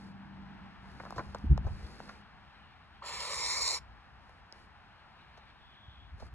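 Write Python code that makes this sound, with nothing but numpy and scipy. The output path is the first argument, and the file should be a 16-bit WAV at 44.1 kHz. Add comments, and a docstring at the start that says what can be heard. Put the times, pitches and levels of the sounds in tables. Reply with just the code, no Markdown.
"""In a quiet field a far engine drones and fades under the outdoor wash. An owl scrambles onto a jacketed
shoulder close to a handheld camera: its feet scuff the cloth by friction, its wings push air at the
microphone and its feathers settle. It then gives one long screech, a turbulent jet filtered by the
resonances of throat and beak, and snaps its beak shut. A faint bird whistles far away, and last the owl
shuffles briefly on the jacket."""
import sys
import numpy as np
from scipy import signal
from scipy.fft import rfft, irfft, next_fast_len
from scipy.io import wavfile
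from scipy.ndimage import uniform_filter1d, map_coordinates

SR = 44100
rng = np.random.default_rng(int(sys.argv[2]) if len(sys.argv) > 2 else 0)


def put_to_file(sound):
    """Save the sound as 16-bit audio at rate SR, in the file named by the first command-line argument."""
    columns = np.atleast_2d(sound).T  # one column per channel
    safe = np.clip(columns, -1, 1)
    whole_steps = np.round(safe * 32767)
    wavfile.write(sys.argv[1], SR, whole_steps.astype(np.int16))


N = 279594
T = np.arange(N) / SR
HZ = np.fft.rfftfreq(next_fast_len(N), 1 / SR)
CALL_START_S, CALL_PEAK_S, CALL_END_S = 3.022, 3.722, 3.791

# Spectrum of air striking the microphone. Each row: frequency in Hz, relative level in dB.
BUFFET = [(15, -27.5), (35, -13.5), (60, 1.5), (95, -7), (140, -4.5), (200, -4.5), (330, -2.5), (500, -7)]
# Phase of the close call at the two ports. Each row: frequency in Hz, lead of the left in radians.
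CALL_LEAD = [(250, 0), (1500, .8), (2050, .15), (2350, 1.1), (2900, 1.4), (3500, 2.2), (4200, 1.65),
             (4800, 3.1), (5200, 2.9), (5900, -.6), (6300, .3), (6700, -.5), (9500, -1.1), (12500, -3.3)]


def from_db(db):
    """Converts decibels to an amplitude ratio."""
    return 10 ** (np.asarray(db) / 20)


def unit(x):
    """Normalises to rms 1."""
    return x / np.sqrt(np.mean(x ** 2) + 1e-20)


def over_hz(points, hz=HZ):
    """Interpolates a table on a log-frequency axis."""
    f, value = np.transpose(points)
    return np.interp(np.log(hz + 1), np.log(f + 1), value)


def over_time(rows):
    """Interpolates each column of a time table at every sample."""
    s, *columns = np.transpose(rows)
    return [np.interp(T, s, c) for c in columns]


def white():
    """Two independent white noises."""
    return rng.standard_normal((2, N))


def wander(hz):
    """Random modulation of rms 1: noise low-passed near hz."""
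    size = next_fast_len(N)
    return unit(irfft(rfft(rng.standard_normal(size)) * np.exp(-.5 * (HZ / hz) ** 2), size)[:N])


def ramp(from_s, to_s):
    """Linear envelope from 0 to 1 between two times."""
    return np.clip((T - from_s) / (to_s - from_s), 0, 1)


def arch(start_s, length_s):
    """Half-sine envelope, zero outside its span."""
    u = (T - start_s) / length_s
    return np.maximum(np.sin(np.pi * u), 0) * (u > 0) * (u < 1)


def swells(rows):
    """Sum of Gaussian envelopes."""
    return sum(from_db(db) * np.exp(-.5 * ((T - s) / half_s) ** 2) for s, db, half_s in rows)


def add(mix, s, sound):
    """Superposes a stereo sound on the mix from time s."""
    part = mix[:, round(s * SR):][:, :sound.shape[1]]
    part += sound[:, :part.shape[1]]


def lean(x, left_db):
    """A level difference between the channels shifts a sound sideways."""
    return x * from_db([[left_db / 2], [-left_db / 2]])


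def ports(pair, gain, diffuse=0, lead=None):
    """Two microphone ports hear a filtered sound in differing phase; diffuse sound is less coherent."""
    # Usual phase difference. Each row: frequency in Hz, lead of the left port in radians.
    usual_lead = [(20, 1.03), (150, -0.13), (450, 0.37), (1000, 0.83), (1600, 0.2), (2020, 1.34),
                  (2400, 0.5), (2800, 0.93), (3500, 2.5), (4200, 2.13), (4800, 3.5), (5000, 3.5),
                  (5300, 2.5), (5600, 2.5), (5900, 1.9), (6300, 1.1), (6800, 0.9), (8000, -1.3),
                  (10000, -0.9), (12500, -3.5)]
    # Likeness of the ports. Each row: frequency in Hz, coherence from 0 to 1.
    coherence = [(40, 0.99), (150, 0.71), (280, 0.84), (600, 1), (1400, 0.99), (2400, 1), (3100, 0.76),
                 (4000, 0.79), (4700, 0.92), (5100, 1), (5900, 0.33), (6800, 0.86), (8000, 0.53),
                 (8800, .8), (10000, 0.33), (12000, 0.76)]
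    # The left port's narrow treble dip. Each row: frequency in Hz, left minus right in dB.
    port_dip = [(5300, 1), (5650, -2.5), (6600, 0.5)]
    size = next_fast_len(pair.shape[1])
    hz = np.fft.rfftfreq(size, 1 / SR)
    a, b = rfft(pair, size) * gain
    alike = np.clip(over_hz(coherence, hz) * (1 - diffuse), 0, 1)
    common, apart = a * np.sqrt((1 + alike) / 2), b * np.sqrt((1 - alike) / 2)
    phase = over_hz(usual_lead if lead is None else lead, hz)
    turn = np.exp(.5j * phase) * from_db(over_hz(port_dip, hz) / 2)
    return irfft(np.array([(common + apart) * turn, (common - apart) / turn]), size)[:, :pair.shape[1]]


def flicker(x, patch_db, patch_hz, patch_s):
    """Random gain in patches of time and frequency keeps the timbre shifting."""
    hz, s, spectra = signal.stft(x, SR, nperseg=512, noverlap=384)
    size = spectra.shape[1:]
    across, along = np.fft.fftfreq(size[0], hz[1])[:, None], np.fft.fftfreq(size[1], s[1])
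    smooth = np.exp(-(across * patch_hz) ** 2 - (along * patch_s) ** 2)
    patches = unit(np.fft.ifft2(np.fft.fft2(rng.standard_normal(size)) * smooth).real)
    return signal.istft(spectra * from_db(patch_db * patches), SR, nperseg=512, noverlap=384)[1][:, :N]


def reedy_tone(hz, jitter_hz, jitter_rate_hz):
    """Random frequency modulation broadens a tone of constant amplitude."""
    return np.sqrt(2) * np.sin(2 * np.pi * np.cumsum(hz + jitter_hz * wander(jitter_rate_hz)) / SR)


def field(gain_db=2.0, waver_db=.3):
    """Far traffic and air over open ground add incoherently to a nearly steady wash."""
    # Spectrum of the wash. Each row: frequency in Hz, relative level in dB.
    spectrum = [(20, -14.5), (60, 7), (130, -1.5), (220, -3.5), (320, -11.5), (520, -13), (800, -0.5),
                (1150, -3.5), (1700, -4), (2200, -10.5), (3300, -15), (4400, -21.5), (5400, -27),
                (6600, -39.5), (12000, -47.5)]
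    # Its slow swell. Each row: time in seconds, relative level in dB.
    swell = [(0, -60.5), (.7, -57), (2.9, -61), (4.2, -60.5), (5.1, -60), (5.9, -62.5)]
    level_db, = over_time(swell)
    wash = unit(ports(white(), from_db(over_hz(spectrum)), diffuse=0.18))
    return wash * from_db(level_db + gain_db + waver_db * wander(9.5))


def engine(roar_db=-3.0, waver_db=1.54, drift=0.0037, lead_rad=0.61):
    """Periodic firing gives a tone and lower orders in a low roar, all fading with distance."""
    # The engine's course. Each row: time in seconds, firing frequency in Hz, level in dB.
    course = [(0, 196.8, -51.5), (.45, 195.5, -52.5), (.68, 195.4, -54.5), (.78, 192, -64),
              (.95, 196, -56.5), (1.3, 199.5, -55.5), (2.15, 205.4, -61.5), (2.4, 206, -71.5),
              (3.4, 207.6, -80)]
    # Its tones. Each row: multiple of the firing frequency, relative level in dB.
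    orders = [(1 / 2, -12), (3 / 4, -8.5), (0.99, 0)]
    # Its roar. Each row: frequency in Hz, relative level in dB.
    spectrum = [(30, -23), (70, -13), (150, -4), (220, 0), (330, -12), (550, -36), (850, -9.5), (1200, -27),
                (3000, -73.5)]
    hz, level_db = over_time(course)
    turns = np.cumsum(hz * (1 + drift * wander(10))) / SR
    lead = np.array([[lead_rad], [0]])
    tones = sum(from_db(db) * unit(np.sin(2 * np.pi * k * turns + lead) * from_db(waver_db * wander(8.5)))
                for k, db in orders)
    roar = unit(ports(white(), from_db(over_hz(spectrum)), diffuse=0.286))
    return from_db(level_db) * (tones + from_db(roar_db) * roar)


def breeze(calm_db=-67, top_hz=130, lump_db=2):
    """Turbulence in a light wind makes low, lumpy pressure noise on the microphone."""
    # Slow puffs. Each row: peak time in seconds, level in dB, half length in seconds.
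    puffs = [(1.2, -58, 0.67), (3.55, -60, 0.38), (6.299, -62, 0.31)]
    wind = from_db(calm_db) + swells(puffs)
    colour = from_db(over_hz(BUFFET)) / np.sqrt(1 + (HZ / top_hz) ** 6)
    return unit(ports(white(), colour, diffuse=0.37)) * wind * from_db(lump_db * wander(9.9))


def rustle(gain_db=7, grain_db=3, stir_db=-83, slide_bend=0.73):
    """Friction of feather barbs on each other and on cloth makes grainy noise that grows with speed."""
    # Wing or body slides. Each row: start in seconds, length in seconds, relative level in dB.
    slides = [(-.13, 0.26, -69), (0.798, 0.71, -68.5), (1.62, 0.61, -63.5), (4.193, 0.22, -83.5),
              (4.522, 0.15, -72.5), (6.172, 0.12, -69)]
    # Feather spectrum. Each row: frequency in Hz, relative level in dB.
    spectrum = [(200, 21), (500, 17), (1000, 3.5), (2000, 9), (3200, -1), (4600, 11), (6000, -1.5),
                (8000, -6.5), (10500, -6.5), (12500, -14.5)]
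    sliding = sum(from_db(db) * arch(s, length_s) ** slide_bend for s, length_s, db in slides)
    speed = from_db(stir_db) + sliding
    grains = white() * unit(from_db(grain_db * wander(1500)))
    return unit(ports(grains, from_db(over_hz(spectrum)))) * speed * from_db(gain_db)


def ticks(decay_s=0.00099):
    """Brief contact gives a broad spectrum: claws and leg straps flick brightly off the jacket."""
    # Contacts. Each row: start in seconds, relative level in dB.
    contacts = [(0.917, -42), (1.107, -30.5), (1.385, -40), (1.5787, -42), (4.2955, -49), (6.2675, -47)]
    # Their spectrum. Each row: frequency in Hz, gain in dB.
    spectrum = [(500, -18), (2500, -5), (5000, 6), (7000, -0.5), (10000, -3), (12500, -8)]
    flicks = np.zeros((2, N))
    fade = np.exp(-np.arange(SR // 100) / (decay_s * SR))
    for s, db in contacts:
        add(flicks, s, from_db(db) * rng.standard_normal((2, len(fade))) * fade / np.linalg.norm(fade))
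    return ports(flicks, from_db(over_hz(spectrum)), diffuse=0.82)


def scuffs(rise_s=0.0002, grain_db=3, lag_s=0.002124, lag_hz=1200, gain_db=2, claw_db=-14, knock_db=19):
    """Stick-slip friction: feet and wing tips knock and skid on padded cloth; claws add a crisp top."""
    # Strokes on the jacket. Each row: start in seconds, relative level in dB, decay in seconds,
    # crispness in dB, pitch factor of the cloth.
    strokes = [(0.999, -40.5, 0.0084, -4, 1.25), (1.035, -45, 0.0061, -13, 0.98),
               (1.052, -37.5, 0.0022, -2, 1.2), (1.061, -44, 0.0098, -9, 0.98),
               (1.106, -36, 0.0022, 0, 0.85), (1.124, -35.5, 0.0032, -4, 0.79),
               (1.161, -45, 0.028, 2, 0.72), (1.181, -33.5, 0.011, -2.5, 0.96),
               (1.193, -34.5, 0.008, -4, 1.2), (1.203, -38, 0.0055, -6, 0.92),
               (1.347, -32.5, 0.0039, 0.5, 0.81), (1.358, -38, 0.0022, -13, 0.88),
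               (1.577, -28, 0.0016, 0, 0.96), (1.649, -44.5, 0.005, -13, 0.71),
               (1.666, -42, 0.014, -4, 0.85), (2.002, -35, 0.0019, -6, 1.02), (2.078, -52, 0.016, -8, 1.04),
               (2.092, -44, 0.013, 4, 1.52), (4.294, -46.5, 0.0016, -2, 1), (4.526, -47.5, 0.0011, 2, 0.62),
               (5.374, -54.5, 0.01, 5.5, 0.7), (6.199, -55.5, 0.019, 8.5, 1), (6.222, -43, 0.006, -8, 0.61),
               (6.267, -50.5, 0.002, -8, 1.4)]
    # Response of the padded cloth. Each row: frequency in Hz, relative level in dB.
    cloth_spectrum = [(100, -6.5), (300, -4.5), (550, -0.5), (900, 2.5), (1300, -2), (1850, -9),
                      (2500, -34), (4500, -29), (12500, -60)]
    # A claw or feather shaft catching. Each row: frequency in Hz, relative level in dB.
    claw_spectrum = [(100, -60), (1500, -34), (2700, -16), (4200, -9.5), (6300, -18), (9000, -33.5),
                     (12500, -30.5)]
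    out, t = np.zeros((2, N)), np.arange(-SR // 50, SR // 8) / SR
    hz, age = np.fft.rfftfreq(next_fast_len(len(t)), 1 / SR), np.maximum(t, 0)
    # Dispersion: the padding answers later at low frequencies, so each tap droops in pitch.
    droop = np.exp(-2j * np.pi * lag_s * lag_hz * np.tanh(hz / lag_hz))
    for s, db, decay_s, crisp_db, pitch in strokes:
        envelope = (1 - np.exp(-age / rise_s)) * np.exp(-age / decay_s)
        grain = unit(uniform_filter1d(rng.standard_normal(len(t)), size=16))
        slips = rng.standard_normal((2, len(t))) * from_db(grain_db * grain) * envelope
        slips[0, np.argmax(envelope)] += from_db(knock_db)
        cloth = unit(ports(slips, from_db(over_hz(cloth_spectrum, hz / pitch)) * droop))
        claw = unit(ports(slips, from_db(over_hz(claw_spectrum, hz))))
        level = from_db(db + gain_db) * np.sqrt(np.mean(envelope ** 2))
        add(out, s + t[0], level * (cloth + from_db(crisp_db + claw_db) * claw))
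    return out


def wing_gusts(rise_s=0.008):
    """Each wing stroke sheds a swirl of low pressure noise on the microphone; faster air reaches higher."""
    # Wing strokes. Each row: start in seconds, level in dB, decay in seconds, cutoff in Hz.
    strokes = [(1.169, -43.5, 0.056, 140), (1.269, -48, 0.5, 89), (1.438, -30.5, 0.01, 255),
               (1.465, -30, 0.051, 92.3), (1.505, -26.5, 0.07, 152), (1.642, -35, 0.011, 170),
               (1.658, -27, 0.021, 87), (1.702, -34.5, 0.054, 79), (1.835, -38, 0.011, 78.6),
               (5.875, -44.5, 0.0087, 112), (6.128, -43, 0.049, 76), (6.222, -40, 0.023, 81.4),
               (6.324, -44, 0.034, 115)]
    out, t = np.zeros((2, N)), np.arange(-SR // 10, SR // 2) / SR
    hz, age = np.fft.rfftfreq(len(t), 1 / SR), np.maximum(t, 0)
    for s, db, decay_s, top_hz in strokes:
        colour = from_db(over_hz(BUFFET, hz)) / np.sqrt(1 + (hz / top_hz) ** 8)
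        envelope = np.minimum(age / rise_s, np.exp((rise_s - age) / decay_s))
        swirl = unit(ports(rng.standard_normal((2, len(t))) * envelope, colour))
        add(out, s + t[0], from_db(db) * np.sqrt(np.mean(envelope ** 2)) * swirl)
    return out


def thump(peak_s=1.517, rise_share=0.88):
    """The closest wingbeat excites the camera's low resonances; each builds faster than it dies."""
    # Modes. Each row: frequency in Hz, level in dB, half length in seconds, left lead in radians.
    modes = [(61.3, -15, 0.014, 0.23), (137.5, -18, 0.011, 0.96), (330, -34.5, 0.014, 2.33)]
    out, age = np.zeros((2, N)), T - peak_s
    stretch = np.where(age < 0, rise_share, 1)
    for hz, db, half_s, lead in modes:
        phase = 2 * np.pi * hz * age + np.array([[lead / 2], [-lead / 2]])
        out += from_db(db) * np.cos(phase) * np.exp(-.5 * (age / (half_s * stretch)) ** 2)
    return out


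def far_rush(lump_db=2.7):
    """Amplitude-modulated noise swells and sinks softly, perhaps air in the bare trees."""
    # Swells. Each row: peak time in seconds, level in dB, half length in seconds.
    rushes = [(2.598, -69.5, 1), (5.22, -68, 0.23), (5.805, -71.5, 0.34)]
    # Their spectrum. Each row: frequency in Hz, relative level in dB.
    spectrum = [(500, -30), (1300, -6), (2300, 0.5), (3400, -1), (4500, -8), (6500, -34)]
    rush = flicker(ports(white(), from_db(over_hz(spectrum))), patch_db=3, patch_hz=350, patch_s=0.14)
    return unit(rush) * swells(rushes) * from_db(lump_db * wander(10))


def squeak(start_s=3.0175, length_s=.014, from_hz=720, to_hz=1500, gain_db=-37.5):
    """The call catches with a tiny chirp, a linear upward frequency sweep."""
    u = np.clip((T - start_s) / length_s, 0, 1)
    tone = np.sin(2 * np.pi * np.cumsum(from_hz + (to_hz - from_hz) * u) / SR) * np.sin(np.pi * u) ** 2
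    return from_db(gain_db) * ports(np.array([tone, 0 * tone]), 0.87)


def call_gesture(peak_db=-33, crescendo_db=9.5, release_db=15, jerk_at_s=3.305, jerk_s=.02, jerk_db=1.5):
    """One breath drives the call: effort in dB and beak opening both grow, then drop at its end."""
    # The beak opens in two jerks. Each row: time in seconds, opening from 0 (shut) to 1 (wide).
    openings = [(3.03, 0), (3.28, 0.18), (3.34, 0.44), (3.47, 0.59), (3.57, .88), (3.73, .98), (3.79, 0.7)]
    push, release = ramp(CALL_START_S, CALL_PEAK_S), ramp(CALL_PEAK_S, CALL_END_S)
    effort_db = peak_db - crescendo_db * (1 - push) ** 1.65 - release_db * release ** 2.85
    held_back = .5 - .5 * np.tanh((T - jerk_at_s) / jerk_s)  # the first jerk lets out more air
    gape, = over_time(openings)
    return effort_db - jerk_db * held_back, np.clip(gape, 0, 1)


def sputter(hiss, from_hz=2800, spits_per_s=40, spit_s=.0045, spit_db=5.5, flutter_db=.8, flutter_hz=25):
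    """Random spits and a slower flutter in the jet modulate the amplitude of the treble."""
    impulses = (rng.random(N) < spits_per_s / SR) * rng.uniform(.5, 1, N)
    spits = np.minimum(signal.oaconvolve(impulses, np.hanning(round(spit_s * SR)), "same"), 1)
    gain = unit(from_db(spit_db * spits + flutter_db * wander(flutter_hz)))
    treble = signal.sosfiltfilt(signal.butter(2, from_hz, "high", fs=SR, output="sos"), hiss)
    return hiss + treble * (gain - 1)


def screech(rasp_db=0.5, rasp_hz=170, bright_at_s=3.055, dull_hz=2400, dull_db=-5.5, edge_s=0.0061):
    """Source and filter: air forced through the syrinx hisses in resonances weighted by the gape."""
    # Throat and beak resonances. Each row: frequency in Hz, width in Hz, then relative levels in dB
    # with the beak nearly shut, half open and wide open.
    formants = [(566, 278, -5.5, -8, -9), (1060, 318, 3, .5, 0.5), (1810, 150, -4, -9, -8.5),
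                (2190, 450, -9, -1, -4), (2530, 1030, -6, -22.5, -15), (3340, 610, -6.5, -14.5, -28),
                (3830, 305, -12, -1, -5.5), (4190, 370, -0.5, -8, 3), (4510, 290, -1, 0, 5.5),
                (5120, 290, -2.5, 4, 4.5), (5500, 670, -14, -1.5, -2), (7110, 850, -6.5, -3.5, 1),
                (8710, 770, -12.5, -10.5, -11.5), (10280, 4500, -21, -22, -17.5)]
    effort_db, gape = call_gesture()
    gape = np.clip(gape + 0.068 * wander(20.0), 0, 1)  # the beak trembles
    air = sputter(white()) * from_db(rasp_db * wander(rasp_hz))
    shapes = [np.sqrt(sum(from_db(levels[k]) ** 2 / (1 + 1.66 * ((HZ - hz) / width) ** 2) ** 3
                          for hz, width, *levels in formants)) for k in range(3)]
    bright = sum(np.maximum(1 - abs(2 * gape - k), 0) * unit(ports(air, shape, lead=CALL_LEAD))
                 for k, shape in enumerate(shapes))
    # The first weak flow is dull, until the jet turns fully turbulent.
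    dull = unit(ports(air, shapes[0] / np.sqrt(1 + (HZ / dull_hz) ** 4), lead=CALL_LEAD))
    turbulence = .5 + .5 * np.tanh((T - bright_at_s) / 0.013)
    hiss = turbulence * bright + (1 - turbulence) * from_db(dull_db) * dull
    gate = ramp(CALL_START_S, CALL_START_S + edge_s) * ramp(CALL_END_S + edge_s, CALL_END_S - edge_s)
    return (hiss + whistles(gape)) * from_db(effort_db) * gate


def whistles(gape, jitter_hz=95, jitter_rate_hz=110, sway=.012, onset_span=.35):
    """The sharpest resonances whistle as the beak opens, swaying together as the throat trembles."""
    # Whistles. Each row: frequency in Hz, full level against the hiss in dB, opening at onset.
    cores = [(2150, -13, .1), (4230, -14, .55), (5490, -19, .2)]
    stretch = 1 + sway * wander(11.78)
    tone = np.zeros(N)
    for hz, db, opening in cores:
        onset = np.clip((gape - opening) / onset_span, 0, 1)
        tone += from_db(db) * onset * reedy_tone(hz * stretch, jitter_hz, jitter_rate_hz)
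    return ports(np.array([tone, 0 * tone]), 1, lead=CALL_LEAD)


def face_echo(x, delay_s=.0022, echo_db=-15, sway=0.032):
    """Reflection from the face beside the beak comb-filters the call; the path sways as the bird moves."""
    emitted_s = T - delay_s * (1 + sway * wander(6.1))
    return x + from_db(echo_db) * np.array([map_coordinates(side, [emitted_s * SR], order=3) for side in x])


def beak_snaps():
    """Impact of the two halves of the beak: an impulse, filtered into a hard, dry click."""
    # Impacts. Each row: time in seconds, relative level in dB.
    impacts = [(4.5252, -24), (4.5365, -48)]
    # Response of the beak. Each row: frequency in Hz, relative level in dB.
    spectrum = [(200, -24), (1500, -19), (3200, -13), (4300, -1), (5400, 7), (7000, -18), (9000, -27),
                (12500, -20)]
    clicks = np.zeros((2, N))
    for s, db in impacts:
        clicks[0, round(s * SR)] = from_db(db)
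    return ports(clicks, unit(from_db(over_hz(spectrum))))


def far_bird(start_s=5.59, length_s=0.53, start_hz=3440, sag_hz_per_s=70, gain_db=-63.5):
    """One thin whistle swells and sinks in pitch; fast frequency modulation gives it a raspy edge."""
    hz = start_hz - sag_hz_per_s * (T - start_s)
    core = from_db(-3) * reedy_tone(hz, jitter_hz=32, jitter_rate_hz=20)
    rasp = from_db(-1) * reedy_tone(hz, jitter_hz=190, jitter_rate_hz=401.5)
    envelope = from_db(gain_db) * np.sqrt(arch(start_s, length_s))
    return ports(np.array([core + rasp, np.zeros(N)]), 1) * envelope


def open_air(x, near_db=-22.5, near_t60=0.178, far_db=-19, far_t60=1.6, far_hz=1250, far_width_hz=600):
    """Scattering adds a faint, short tail from the ground and a longer, dull one from the trees."""
    t = np.arange(SR) / SR
    decays = from_db(-60 * t / np.array([near_t60, far_t60])[:, None, None])
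    near, far = rng.standard_normal((2, 2, len(t))) * decays
    band = np.exp(-.5 * ((np.fft.rfftfreq(len(t), 1 / SR) - far_hz) / far_width_hz) ** 2)
    ground = from_db(near_db) * near / np.linalg.norm(near[0])
    trees = from_db(far_db) * ports(far / np.linalg.norm(far[0]), band)
    return x + signal.fftconvolve(x, ground + trees, axes=1)[:, :N]


def scene():
    """Superposition of the owl close by, air on the microphone and the field behind."""
    call = flicker(screech(), patch_db=1.68, patch_hz=450, patch_s=0.097) + squeak()
    voice = lean(face_echo(call), left_db=-0.9)
    movement = lean(scuffs() + ticks() + beak_snaps() + rustle(), left_db=-0.5)
    air = lean(wing_gusts() + thump() + breeze(), left_db=-0.5)
    owl = open_air(voice + movement)
    background = lean(field() + far_rush(), left_db=1.0)
    return owl + air + background + engine() + far_bird()


def record(dry):
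    """A low-pass filter removes the highest treble, above 12.8 kHz."""
    edge_hz = 12800
    return signal.oaconvolve(dry, signal.firwin(401, edge_hz, window=("kaiser", 8), fs=SR)[None], "same")


dry = scene()
out = record(dry)
put_to_file(out)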